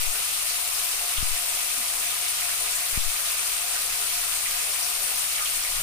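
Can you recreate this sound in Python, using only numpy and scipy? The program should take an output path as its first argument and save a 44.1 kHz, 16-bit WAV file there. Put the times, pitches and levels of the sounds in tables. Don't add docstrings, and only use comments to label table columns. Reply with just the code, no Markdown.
import sys
import numpy as np
from scipy import signal
from scipy.fft import rfft, irfft, next_fast_len
from scipy.io import wavfile

SR = 44100
rng = np.random.default_rng(int(sys.argv[2]) if len(sys.argv) > 2 else 0)


def store_pcm(level_fs):
    pcm = np.round(np.clip(level_fs, -1, 1) * 32767).astype(np.int16)
    wavfile.write(sys.argv[1], SR, np.atleast_2d(pcm).T)


N = 256662

# pitch_hz, width_hz, boost_db
LEFT_PORT_RESONANCE = (9330, 4000, 10.44)


def from_db(db):
    return 10 ** (np.asarray(db) / 20)


def unit_rms(x):
    return x / np.sqrt(np.mean(x ** 2) + 1e-20)


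def drift(rate_hz):
    step, run_in = 40, 2000
    pole = np.exp(-2 * np.pi * rate_hz * step / SR)
    noise = rng.standard_normal(N // step + run_in + 2)
    slow = signal.lfilter([1], [1, -2 * pole, pole * pole], noise)[run_in:]
    return np.interp(np.arange(N) / step, np.arange(len(slow)), unit_rms(slow))


def at_hz(points, hz, column=1):
    points = np.array(points)
    return np.interp(np.log(hz + 1e-9), np.log(points[:, 0]), points[:, column])


def colour(x, spectrum):
    size = next_fast_len(N)
    hz = np.fft.rfftfreq(size, 1 / SR)
    gains = from_db([at_hz(spectrum, hz, column=1), at_hz(spectrum, hz, column=2)])
    return irfft(rfft(x, size) * gains, size)[:, :N]


def butter(x, hz, kind, order=2):
    return signal.sosfilt(signal.butter(order, np.clip(hz, 1, .45 * SR), kind, fs=SR, output="sos"), x)


def resonate(x, hz, width_hz, db):
    gain, angle = from_db(db / 2), 2 * np.pi * hz / SR
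    width = np.sin(angle) * width_hz / hz / 2
    tuning = -2 * np.cos(angle)
    zeros = [1 + width * gain, tuning, 1 - width * gain]
    poles = [1 + width / gain, tuning, 1 - width / gain]
    return signal.lfilter(zeros, poles, x)


def swell(start_s, rise_s, sharpness):
    age = np.maximum(np.arange(N) / SR - start_s, 0) / rise_s
    return (age * np.exp(1 - np.minimum(age, 50))) ** sharpness


def bathroom(x, wet_db, t60_s=.31):
    t = np.arange(SR // 2) / SR
    tail = rng.standard_normal((2, len(t))) * from_db(-60 * t / t60_s) * (t > .003)
    tail /= np.sqrt(np.sum(tail ** 2, axis=1, keepdims=True))
    return x + from_db(wet_db) * signal.fftconvolve(x, tail, axes=1)[:, :N]


def rumble(lumpy_db, swing_start_s, swing_rise_s):
    # frequency_hz, left_db, right_db
    rumble_eq = [(6, -42, -29), (15.8, -16, -17), (25, -33, -19.5), (40.2, -33, -32), (60, -33.5, -32.5),
                 (100, -43, -33.5), (168, -39.5, -41), (260, -51, -50.5), (497, -86, -68)]
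    bed = colour(rng.standard_normal((2, N)), rumble_eq)
    bed *= from_db(lumpy_db * np.array([drift(4), drift(2.8)]))
    swing = np.clip((np.arange(N) / SR - swing_start_s) / swing_rise_s, 0, 1)
    return bed + swing * from_db([[15], [5]]) * butter(bed, 80, "low", order=1)


def hollow_notes(roughness):
    # start_s, pitch_hz, sag_octaves_per_s, rise_s, level_db
    notes = [(1.765, 273, 2.5, .022, -54), (1.92, 287, .9, .055, -62)]
    out = 0
    for start_s, pitch_hz, sag, rise_s, level_db in notes:
        age = np.maximum(np.arange(N) / SR - start_s, 0)
        phase = 2 * np.pi * np.cumsum(pitch_hz * 2 ** (-sag * age)) / SR
        tone = np.sin(phase) + roughness * drift(35) * np.cos(phase)
        out += from_db(level_db) * swell(start_s, rise_s, sharpness=1.5) * tone
    return bathroom(np.array([out, out]), wet_db=-3)


def grip(knock_s, finger_db, knock_db, squeeze_db):
    def pulse(delay_s, rise_s, db):
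        return from_db(db) * swell(knock_s + delay_s, rise_s, sharpness=1.33)
    first_finger = pulse(delay_s=-.046, rise_s=.006, db=finger_db)
    second_finger = pulse(delay_s=-.023, rise_s=.006, db=finger_db - 5)
    knock = pulse(delay_s=0, rise_s=.0019, db=knock_db)
    squeeze = pulse(delay_s=0, rise_s=.037, db=squeeze_db)
    release = pulse(delay_s=.082, rise_s=.017, db=squeeze_db + 3)
    return squeeze - first_finger - second_finger - knock - release


def handling():
    # knock_s, finger_db, knock_db, squeeze_db
    grip_shifts = [(-.014, -26, -24, -22.5), (1.2275, -19, -17.5, -23), (2.975, -26.5, -14.5, -21.5)]
    pressure = sum(grip(*shift) for shift in grip_shifts)
    return butter(pressure, 1.5, "high", order=1) * from_db([[0], [-30]])


def near_drops(rise_s):
    # start_s, left_peak_db
    landings = [(.425, -14), (4.163, -15), (4.793, -13), (5.04, -21)]
    envelope = sum(from_db(db) * swell(start_s, rise_s, sharpness=.9) for start_s, db in landings)
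    port_tone = np.sin(2 * np.pi * LEFT_PORT_RESONANCE[0] * np.arange(N) / SR)
    return envelope * port_tone * from_db([[0], [-15]])


def bubbles(per_s, cycles, spread_db):
    out = np.zeros((2, N + SR))
    for when, pitch, size, pan in rng.random((int(per_s * N / SR), 4)):
        hz = 1100 * 5.5 ** pitch
        age = np.linspace(0, 1, int(cycles * SR / hz))
        chirp = np.sin(2 * np.pi * cycles * age * (1 + .06 * age))
        envelope = from_db(-40 * age + spread_db * size ** 3) * np.sqrt(hz)
        at = int(when * N)
        out[:, at:at + len(age)] += np.sqrt([[pan], [1 - pan]]) * chirp * envelope
    return unit_rms(bathroom(out[:, :N], wet_db=-2.5))


def patter(per_s, spread_db):
    when, bearing, size, polarity = rng.random((int(per_s * N / SR), 4)).T
    level_db = spread_db * np.minimum(-np.log(1 - size), 5)
    hits = from_db(level_db) * np.sign(polarity - .5)
    at_left = (when * (N - 40)).astype(int) + 20
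    at_right = at_left + np.round(24 * (bearing - .5)).astype(int)
    ticks = np.array([np.bincount(at_left, hits, N), np.bincount(at_right, hits, N)])
    return unit_rms(bathroom(ticks, wet_db=-5.5))


def splashes(rise_s, width, lesser_per_s):
    # start_s, pitch_hz, relative_level_db
    accents = [(0.496, 5000, 2.5), (1.168, 3130, 4.5), (1.489, 8000, -1), (2.416, 2000, 4),
               (2.489, 1700, 4.5), (2.748, 7800, 0.5), (3.755, 1520, 6), (4.348, 7800, 0.5),
               (4.456, 2050, 4), (4.825, 5400, 3), (5.033, 9200, -1.5), (5.377, 1970, 4),
               (5.403, 1380, 6.5), (5.455, 3100, 4), (5.648, 2000, 5.5)]
    chances = rng.random((int(lesser_per_s * N / SR), 2))
    lesser = [(start_s, 1600 * 2 ** octave, -1.5 * octave) for start_s, octave in chances * [N / SR, 2.2]]
    envelope = swell(0, rise_s, sharpness=.26)[:SR // 6]
    out = np.zeros((2, N + SR))
    for start_s, pitch_hz, level_db in accents + lesser:
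        burst = envelope * rng.standard_normal((2, len(envelope)))
        spatter = butter(burst, [pitch_hz / (1 + width), pitch_hz * (1 + width)], "band")
        at = int(start_s * SR)
        out[:, at:at + len(envelope)] += from_db(level_db) * spatter
    return bathroom(out[:, :N], wet_db=-6.5)


def spray_hiss(surge_db, patchy_db, flutter_db):
    # frequency_hz, correlation
    stereo_likeness = [(60, .1), (150, 0.47), (300, 1), (650, 0.82), (1000, 0.58), (1400, -0.11),
                       (3000, -0.098), (15000, -0.036)]
    size = next_fast_len(N)
    hz = np.fft.rfftfreq(size, 1 / SR)
    alike = at_hz(stereo_likeness, hz)
    mid, side = rfft(rng.standard_normal((2, N)), size)
    field = np.sqrt(1 + alike) * mid + np.sqrt(1 - alike) * side * [[1], [-1]]
    edges_hz = np.r_[0, np.geomspace(700, 11200, 9), SR]
    surge = surge_db * drift(25)
    below, hiss = drift(4.6), 0
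    for low, high in zip(edges_hz, edges_hz[1:]):
        above = drift(10.7)
        band = irfft(field * ((hz >= low) & (hz < high)), size)[:, :N]
        uneven = (3000 / max(low, 1500)) ** .4
        hiss += band * from_db(surge + uneven * patchy_db * (below + above) + flutter_db * drift(58))
        below = above
    treble = butter(hiss, 1600, "high", order=1)
    return unit_rms(hiss - treble + bathroom(treble, wet_db=-12.5))


def shower():
    # frequency_hz, left_db, right_db
    spray_eq = [(320, -49, -45), (443, -45.5, -43), (640, -38.5, -34), (1000, -33, -30), (1706, -34, -26.5),
                (2540, -28.5, -20), (3300, -26, -25), (4530, -26, -24.5), (6700, -27.5, -25),
                (8600, -25.5, -31.5), (12000, -28, -29), (13400, -25, -27), (15300, -26, -42)]
    # pitch_hz, width_hz, left_db, right_db
    standing_waves = [(412.3, 12.3, 15, 8.5), (431.7, 25, 7.5, 9.5), (491, 14.5, 7.5, 8.5),
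                      (537, 24, 3.5, 7.5), (607.4, 19.5, 6.5, 8.5), (707.4, 23.6, 13, 14.5),
                      (745, 23, 5, 4), (843, 17, 1, 2), (1011, 28, 1.5, 7.5), (1105, 17, 9, 0.5),
                      (1226, 39, 7.5, 11), (1286, 27, 2, -2), (1347, 23, 9.5, 7), (1436, 24, 3, 5)]
    water = from_db(-.86) * spray_hiss(surge_db=.32, patchy_db=.56, flutter_db=1)
    water += from_db(-7.5) * patter(per_s=3000, spread_db=3.5)
    water += from_db(-21) * bubbles(per_s=140, cycles=24, spread_db=9)
    water += from_db(2) * splashes(rise_s=.0052, width=.17, lesser_per_s=4)
    left, right = butter(colour(water, spray_eq), 243, "high")
    for pitch_hz, width_hz, left_db, right_db in standing_waves:
        left = resonate(left, pitch_hz, width_hz, left_db)
        right = resonate(right, pitch_hz, width_hz, right_db)
    return np.array([resonate(left, *LEFT_PORT_RESONANCE), right])


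def scene():
    return (shower() + near_drops(rise_s=.00017) + handling() + hollow_notes(roughness=.88)
            + rumble(lumpy_db=1.5, swing_start_s=5.68, swing_rise_s=.11))


def record(dry):
    cutoff_hz = 15520
    return signal.sosfilt(signal.ellip(14, .1, 80, cutoff_hz, fs=SR, output="sos"), dry)


dry = scene()
out = record(dry)
store_pcm(out)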